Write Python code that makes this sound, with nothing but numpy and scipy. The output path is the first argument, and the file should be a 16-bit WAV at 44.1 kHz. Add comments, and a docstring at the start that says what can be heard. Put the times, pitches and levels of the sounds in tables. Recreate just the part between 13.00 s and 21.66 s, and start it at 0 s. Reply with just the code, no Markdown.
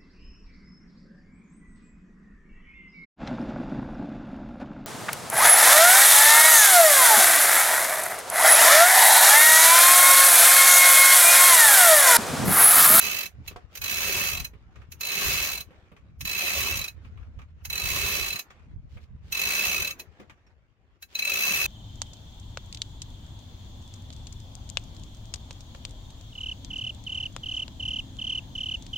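"""Hoisting a sail with a hand winch

A sail is hoisted in the cockpit of a small boat at anchor. On each free swing of the handle the pawls
tick, speed up to a rattle and slow again: bursts of noise for the snaps, short tones for the steel drum.
Rough noise that follows the handle's speed makes the gears whirr. Between swings the loaded rope and
fittings knock, rustle and squeak softly, and a block bumps the deck once.
Slowly varying coloured noise makes the water washing the hull and the wind buffeting the microphone."""
import sys
import numpy as np
from scipy import signal
from scipy.fft import rfft, irfft, next_fast_len
from scipy.io import wavfile
from scipy.ndimage import uniform_filter1d

SR = 44100
rng = np.random.default_rng(int(sys.argv[2]) if len(sys.argv) > 2 else 0)


def dump(signal):
    """Clip the signal to [-1, 1] and save it as 16-bit WAV at the path in sys.argv[1]."""
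    limited = np.clip(np.atleast_2d(signal).T, -1, 1)
    pcm = np.round(limited * 32767).astype(np.int16)
    wavfile.write(sys.argv[1], SR, pcm)


N = 382065
TIME = np.arange(N) / SR  # seconds, for the whole scene
AGE = np.arange(4096) / SR  # seconds, for one short sound

# Free swings of the handle; the levels are taken at FULL_SPEED, before each sound's own trim:
# (first tooth [s], last tooth [s], speed at start, middle and end [teeth/s],
#  pawl snap [dB], low ring [dB], high ring [dB], gears [dB])
SWINGS = [(-0.3, 0.256, 28.05, 75.8, 36, -31, -30, -40, -38.5),
          (0.815, 1.445, 44.24, 98.94, 12.8, -31.5, -31, -40, -40),
          (2.007, 2.604, 43.65, 106.1, 29, -32.5, -32, -37, -40.5),
          (3.25, 3.879, 46.47, 92.77, 20, -33, -30, -38, -40),
          (4.698, 5.39, 33, 78.8, 25.5, -32, -30.5, -37, -38.5),
          (6.32, 6.905, 37.93, 69.9, 27.3, -30.5, -25.5, -36, -37.5),
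          (8.15, 8.947, 24.3, 74.3, 1.34, -31, -25, -37, -39.5)]
# Side that the winch is heard on: (time [s], left minus right [dB])
WINCH_SIDE = [(0, -4), (1.2, -2), (5.3, -2.5), (6.5, -0.9), (8.66, 0.5)]
FULL_SPEED = 80  # teeth per second


def amp(db):
    """Turns decibels into a gain."""
    return 10 ** (np.asarray(db) / 20)


def unit(x):
    """Scales a signal to an average (rms) strength of 1."""
    return x / np.sqrt(np.mean(x ** 2) + 1e-20)


def read(points, hz):
    """Reads a table of (frequency, value) at any frequency, on a logarithmic axis."""
    f, value = np.transpose(points)
    return np.interp(np.log(hz + 1), np.log(f), value)


def curve(rows):
    """Reads a table of (time, value) at every sample."""
    return np.interp(TIME, *np.transpose(rows))


def pan(rows):
    """Left and right gains from a table of level differences, half given to each side."""
    return amp(np.array([[.5], [-.5]]) * curve(rows))


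def add(mix, s, sound):
    """Adds a sound into the mix at time s, cutting off what falls outside."""
    start = round(s * SR)
    sound = sound[..., max(-start, 0):]
    part = mix[:, max(start, 0):][:, :sound.shape[-1]]
    part += sound[..., :part.shape[1]]


def noise(colour):
    """Two channels of noise, rms 1, coloured by a table of (frequency [Hz], relative level [dB])."""
    # how alike the two microphone ports sound: (frequency [Hz], likeness [-1 to 1])
    likeness = [(60, 0.61), (150, 0.28), (300, .88), (700, .88), (1300, 0.046), (2400, -0.042),
                (5000, -0.1), (15000, 0.022)]
    size = next_fast_len(N)
    hz = np.fft.rfftfreq(size, 1 / SR)
    left, other = rfft(rng.standard_normal((2, size)))
    same = np.clip(read(likeness, hz), -1, 1)
    right = same * left + np.sqrt(1 - same ** 2) * other
    spectrum = np.array([left, right]) * amp(read(colour, hz))
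    return unit(irfft(spectrum, size)[:, :N])


def wander(rate_hz):
    """Random motion of rms 1 that is no faster than about rate_hz."""
    lowpass = signal.butter(2, rate_hz, fs=SR, output="sos")
    return unit(signal.sosfilt(lowpass, rng.standard_normal(N)))


def patchy(x, depth_db, seconds, width_hz):
    """Lets the colour of a sound shift at random from moment to moment."""
    hz, t, z = signal.stft(x, SR, nperseg=512)
    # random gains, blurred over neighbouring frequencies and moments
    field = rng.standard_normal(z.shape[1:])
    field = uniform_filter1d(field, max(round(width_hz / hz[1]), 1), axis=0)
    field = uniform_filter1d(field, max(round(seconds / t[1]), 1), axis=1)
    shifted = signal.istft(z * amp(depth_db * unit(field)), SR, nperseg=512)[1]
    return unit(shifted[:, :N])


def swell(rise, fall, steep=1):
    """An envelope of height 1 that builds up and dies away; steep above 1 ends it more abruptly."""
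    shape = (1 - np.exp(-(AGE / rise) ** 2)) * np.exp(-(AGE / fall) ** steep)
    return shape / shape.max()


def ring(modes, rise, damping, detune, uneven_db, port_phase, phase_spread):
    """A short, quickly choked ring of a few tones, whose pitches and strengths vary each time."""
    out = np.zeros((2, len(AGE)))
    for hz, width, db in modes:
        stray, size, skew = rng.standard_normal(3)
        phase = 2 * np.pi * ((hz + detune * width * stray) * AGE + rng.random())
        ports = np.array([[0], [port_phase + phase_spread * skew]])
        # a wider resonance dies away sooner
        envelope = swell(rise, 1 / (np.pi * width * damping), steep=1.65)
        out += amp(db + uneven_db * size) * envelope * np.sin(phase + ports)
    return out


def ratchet(snap_db=3.0, pawl_db=-9.5, low_db=2.5, high_db=1.5, scrape_db=-13, grit_db=-0.35):
    """Pawls scrape up the teeth, drop off in a scatter of a few milliseconds and set the drum ringing."""
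    # resonances of the drum, then of the small pawls; ring() scales the widths:
    # (frequency [Hz], width [Hz], relative level [dB])
    drum_low = [(2292, 60, -13), (2594, 60, 0)]
    drum_high = [(3830, 79, -12), (4052, 86, 2.5)]
    pawls = [(6003, 77, 0.5), (6490, 90, -0.5), (6700, 120, -8.5), (8340, 110, -11.5), (9226, 65, -10),
             (9485, 65, -12), (11550, 130, -8), (12340, 150, -2), (13185, 75, -7), (15500, 200, -6)]
    # colour of the snap: (frequency [Hz], relative level [dB])
    snap_colour = [(150, -19), (500, -14), (1200, -8), (2100, 0.5), (3100, 1.5), (3600, -6), (5100, -2),
                   (5600, -2.5), (6700, 2), (7450, -10.5), (10300, -9), (12400, 2), (13900, -3.5),
                   (15700, -2.5)]
    drum_beam = 1.0  # the drum's extra lean to one side, as a power of the winch's pan gains

    power, steel, drum = np.zeros((1, N)), np.zeros((2, N)), np.zeros((2, N))
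    scatter = swell(rise=.0045, fall=.0115, steep=1.5)
    scrape = amp(scrape_db) * np.exp(-AGE[::-1] / .006)  # grows until the pawl drops
    for s, snap, low, high in teeth():
        add(power, s - .002, (amp(snap + snap_db) * scatter) ** 2)
        add(power, s - AGE[-1], (amp(snap) * scrape) ** 2)
        pawl = ring(pawls, rise=.004, damping=.33, detune=.25,
                    uneven_db=3, port_phase=.3, phase_spread=1.8)
        low_ring = ring(drum_low, rise=.007, damping=.58, detune=.35,
                        uneven_db=1.3, port_phase=1.8, phase_spread=1.1)
        high_ring = ring(drum_high, rise=.007, damping=.44, detune=.25,
                         uneven_db=1.3, port_phase=1.6, phase_spread=.9)
        add(steel, s, amp((snap + low) / 2 + pawl_db) * pawl)
        add(drum, s, amp(low + low_db) * low_ring + amp(high + high_db) * high_ring)
    grit = unit(amp(grit_db * wander(900)))  # tiny bounces within each click
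    hiss = patchy(noise(snap_colour), depth_db=1.5, seconds=.012, width_hz=600)
    snaps = np.sqrt(power) * grit * hiss
    return steel + drum * pan(WINCH_SIDE) ** drum_beam + snaps


def teeth():
    """One click as each tooth passes a pawl, set by the speed: (s, snap dB, low ring dB, high ring dB)."""
    # a pawl drops over a single tooth as the handle is turned back, levels before ratchet()'s trim:
    # (time [s], snap [dB], both drum rings [dB])
    lone_clicks = [(0.476, -38, -41), (0.752, -38, -62), (0.771, -38.5, -43), (1.918, -41.5, -52),
                   (3.207, -35.5, -41), (4.65, -35.5, -46), (6.995, -38, -43.5), (8.023, -43, -45.5)]
    # dB for each doubling of speed: pawls snap harder, the low ring holds, the high ring is choked
    snap_speed_db, low_speed_db, high_speed_db = 2.6, 0, -4.9
    # dB from the start of a swing to its end: the snap hardens, the rings ease off
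    snap_drift_db, low_drift_db, high_drift_db = 0.5, -2.5, -3.5
    # the first and last teeth of a swing ring the drum less
    start_db, stop_db, edge_s = -3.0, -6, 0.044
    # differences from tooth to tooth; the timing jitter is for FULL_SPEED
    jitter_s, snap_spread_db, ring_spread_db = .0013, 1.84, 0.5

    rows = [(s, snap, ring_db, ring_db) for s, snap, ring_db in lone_clicks]
    for *motion, snap, low, high, _ in SWINGS:
        t, progress, speed = handle(*motion)
        turned = np.cumsum(speed) / SR  # teeth passed so far
        at = np.interp(np.linspace(0, turned[-1], round(turned[-1]) + 1), turned, t)
        pace = np.interp(at, t, speed) / FULL_SPEED
        past_middle = np.interp(at, t, progress) - .5
        doublings = np.log2(pace)
        gentle = start_db * np.exp((t[0] - at) / edge_s) + stop_db * np.exp((at - t[-1]) / edge_s)
        late, a, b, c = rng.standard_normal((128, 4))[:len(at)].T
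        times = at + jitter_s * pace * late
        snaps = snap + snap_speed_db * doublings + snap_drift_db * past_middle + snap_spread_db * a
        lows = low + low_speed_db * doublings + low_drift_db * past_middle + gentle + ring_spread_db * b
        highs = high + high_speed_db * doublings + high_drift_db * past_middle + gentle + ring_spread_db * c
        rows += zip(times, snaps, lows, highs)
    return rows


def handle(start, end, first, peak, last):
    """One swing of the arm: times, progress from 0 to 1, and a speed that arches from first over peak to last."""
    t = np.arange(start, end, 1 / SR)
    progress = np.linspace(0, 1, len(t))
    ends = first + (last - first) * progress
    arch = abs(np.sin(np.pi * progress)) ** 1.2
    return t, progress, np.maximum(ends + (peak - ends) * arch, 1)


def gears(level_db=6.0, rough_db=1.26):
    """Gear teeth and roller bearings whirr roughly, louder the faster the handle moves."""
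    # colour of the whirr: (frequency [Hz], relative level [dB])
    whirr = [(100, -16), (180, -1), (290, -7), (400, -0.5), (490, -4.5), (580, -3), (700, -5.5),
             (900, -7.5), (1100, 1), (1450, -4), (2150, 2.5), (3100, 0.5), (4500, -1), (15000, -14.5)]
    speed_db = 7.5  # louder with each doubling of speed
    push_db = 1.5  # louder at the start of a swing than at its end
    coast_s = .015  # the gears take a moment to spin up and run down

    level = np.zeros(N)
    for *motion, _, _, _, db in SWINGS:
        t, progress, speed = handle(*motion)
        gain = amp(db + speed_db * np.log2(speed / FULL_SPEED) + push_db * (.5 - progress))
        level += np.interp(TIME, t, gain, left=0, right=0)
    keep = np.exp(-1 / (coast_s * SR))
    level = signal.lfilter([1 - keep], [1, -keep], level + 1e-12)
    rough = amp(level_db + rough_db * wander(120))
    return level * rough * patchy(noise(whirr), depth_db=3.0, seconds=.04, width_hz=200)


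def knocks(body_db=-8, wood_db=-10, rasp_db=-12, grain_db=1.5):
    """Rope settles on the drum and in its leads: a hollow thud, a dry knock and a little rasp."""
    # soft knocks and creaks of rope and deck fittings, before the trims above:
    # (time [s], level [dB], hollow body relative to it [dB], rasp relative to it [dB])
    knock_times = [(0.508, -40.5, 2, -19), (1.532, -47, 1, -18), (1.755, -45.5, -3, 1.5),
                   (1.814, -45.5, -22, -4), (2.704, -49.5, 4.5, -27), (2.915, -46, 4.5, -25),
                   (2.963, -45, -10, -2), (4.046, -44, -12, -9), (4.172, -47, -20, -25),
                   (4.227, -52, -24, -18), (4.387, -40.5, -15, -3), (4.414, -46.5, -22, -2),
                   (5.502, -41.5, -24, 2), (5.968, -44, 0, -10), (7.197, -45.5, 10, 4.5),
                   (7.295, -39, -11, -2.5), (7.464, -57, -6, 3)]
    level = np.zeros((3, N))
    shape = swell(rise=0.0025, fall=0.014)
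    for s, db, body, rasp in knock_times:
        parts_db = [[db + body + body_db], [db + wood_db], [db + rasp + rasp_db]]
        add(level, s, amp(parts_db) * shape)
    thud = noise([(100, -17.0), (200, -2), (340, -12), (520, -9.0), (1500, -48)])
    knock = noise([(400, -17.5), (750, -9.5), (1150, 7.5), (1550, 0.5), (2400, 3.5), (3500, -6), (6000, -27)])
    fibres = noise([(2500, 12.5), (4200, 0), (6500, 4), (9000, -12), (15000, -62)])
    grain = amp(grain_db * wander(350))
    return level[0] * thud + (level[1] * knock + level[2] * fibres) * grain


def rope(squeak_width_hz=25, grain_db=3):
    """The halyard (hoisting rope) slides with a soft rustle, and now and then squeaks in a lead."""
    # the rope slides: (start [s], length [s], peak level before the grain [dB])
    rubs = [(0.426, 0.13, -54), (0.69, 0.14, -57), (4.004, 0.11, -69), (5.867, 0.16, -66),
            (5.99, .08, -64.5), (6.205, 0.21, -60), (8.067, 0.17, -54.5)]
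    # faint squeaks, each varied a little by ring(): (time [s], frequency [Hz], level [dB])
    squeaks = [(0.645, 1268, -66), (1.69, 780, -65), (4.388, 1204, -51), (7.462, 5500, -66.5)]
    level, out = np.zeros((1, N)), np.zeros((2, N))
    for s, length, db in rubs:
        add(level, s, amp(db) * np.hanning(round(length * SR)))
    for s, hz, db in squeaks:
        squeak = ring([(hz, squeak_width_hz, db)], rise=0.0086, damping=0.98, detune=0.34,
                      uneven_db=1, port_phase=0, phase_spread=.6)
        add(out, s, squeak)
    rustle = noise([(300, 6), (1200, 0.5), (3200, 6.0), (7000, -5.5), (9000, -15.5), (15000, -17)])
    return out + level * rustle * amp(grain_db * wander(300))


def block(clack_db=-4, tone_db=2):
    """A block (rope pulley) bumps the deck once: a burst of noise over a few fast-fading tones."""
    # the bump, before the trims above: (time [s], level [dB])
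    bump = (0.561, -37.5)
    # what it rings with: (frequency [Hz], relative level [dB], time to fade by 60 dB [s])
    tones = [(497, -3, 0.05), (720, -3, 0.05), (1000, -3, 0.045), (1103, -9, 0.04), (2300, -22, 0.06)]
    out = np.zeros((2, N))
    tone = sum(amp(db - 60 * AGE / t60) * np.sin(2 * np.pi * hz * AGE) for hz, db, t60 in tones)
    clack = noise([(150, -16), (400, -4), (1100, -5), (2000, -7), (6000, -21), (15000, -38)])[:, :len(AGE)]
    clack = clack * swell(rise=0.0013, fall=0.0085)
    add(out, bump[0], amp(bump[1]) * (amp(tone_db) * tone + amp(clack_db) * clack))
    return out


def cockpit(x, wet_db=-9):
    """Short diffuse reflections off the deck and the sprayhood, as noise that fades at each frequency."""
    # decay of the reflections: (frequency [Hz], time to fade by 60 dB [s])
    decay = [(200, .24), (1000, .17), (2600, .09), (4100, .085), (7000, .105), (14000, .1)]
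    size = 16384
    taps = rng.standard_normal((2, size)) * (np.arange(size) > .005 * SR)  # they start after 5 ms
    hz, t, z = signal.stft(taps, SR, nperseg=256)
    fade = amp(-60 * t / read(decay, hz)[:, None])
    tail = signal.istft(z * fade, SR, nperseg=256)[1]
    tail = tail / np.linalg.norm(tail[0])
    return x + amp(wet_db) * signal.fftconvolve(x, tail, axes=1)[:, :N]


def water(lapping_db=2.0, splash_db=1.35):
    """Small waves wash along the hull, as noise that swells and gurgles with a shifting colour."""
    # colour of the water: (frequency [Hz], relative level [dB])
    water_colour = [(60, -23), (150, -15.5), (400, -16), (800, -21.5), (1400, -21), (2500, -24.5),
                    (4200, -35), (7000, -41), (9000, -53.5), (15000, -59.5)]
    # strength of the wash, before lapping and splashes vary it: (time [s], level [dB])
    wash = [(0, -63), (1.6, -64), (2.8, -62), (3.1, -71), (4.1, -62.5), (4.55, -70), (5.5, -61), (5.8, -70),
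            (6.2, -67), (7.1, -58.5), (7.55, -73), (7.95, -72), (8.66, -68.5)]
    gurgle = patchy(noise(water_colour), depth_db=2.4, seconds=.05, width_hz=220)
    return amp(curve(wash) + lapping_db * wander(7.3) + splash_db * wander(150)) * gurgle


def wind(level_db=0, lumpy_db=4.5, eddy_db=-12, eddy_spread_db=6):
    """Lumpy low buffeting on the microphone ports, with short puffs from small eddies."""
    # colour of the buffeting: (frequency [Hz], relative level [dB])
    wind_colour = [(12, -33.5), (20, -15.5), (59, 3.5), (77, 6), (166, -12.5), (206, -18), (292, -26.5),
                   (338, -40), (500, -35), (650, -60.5), (1100, -120)]
    # strength of the wind on the microphone: (time [s], level [dB])
    gusts = [(0.0, -54), (0.05, -48), (0.31, -60), (0.41, -42), (0.77, -56.5), (0.79, -47.5), (1.42, -38),
             (1.47, -47.5), (2.1, -51.5), (2.14, -64.5), (2.29, -31.5), (2.34, -37), (2.82, -61.5),
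             (3.26, -41.5), (3.4, -56), (3.62, -39.5), (3.83, -36.5), (3.88, -55), (3.96, -42.5),
             (4.51, -46.5), (4.77, -40), (4.8, -56.5), (4.87, -30), (4.94, -40), (5.35, -44), (5.42, -70),
             (5.72, -36.5), (6.05, -51), (6.12, -43.5), (6.56, -51), (6.8, -45), (6.99, -59), (8.15, -66),
             (8.66, -42.5)]
    # side that the wind strikes: (time [s], left minus right [dB])
    wind_side = [(0, 1), (6.6, -1.5), (7.0, 7.5), (8.0, 10.5), (8.3, 2)]
    lumps = unit(amp(lumpy_db * np.array([wander(31), wander(15)])))  # a separate motion on each side
    puff_level = unit(amp(eddy_spread_db * np.minimum(wander(6.1), 2)))
    puffs = puff_level * noise([(50, -19.5), (110, 5.5), (190, -3.0), (300, -13), (600, -39.0), (2000, -78.0)])
    strength = amp(curve(gusts) + level_db) * pan(wind_side)
    return strength * (lumps * noise(wind_colour) + amp(eddy_db) * puffs)


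def scene():
    """The winch and deck sounds with their reflections, over wind and water."""
    deck = ratchet() * pan(WINCH_SIDE) + gears() + knocks() + rope() + block()
    return cockpit(deck) + wind() + water()


def record(dry):
    """A steep low-pass filter that takes away the very highest treble."""
    edge_hz = 15850
    lowpass = signal.firwin(511, edge_hz, window=("kaiser", 9), fs=SR)
    return signal.oaconvolve(dry, lowpass[None], "same")


dry = scene()
out = record(dry)
dump(out)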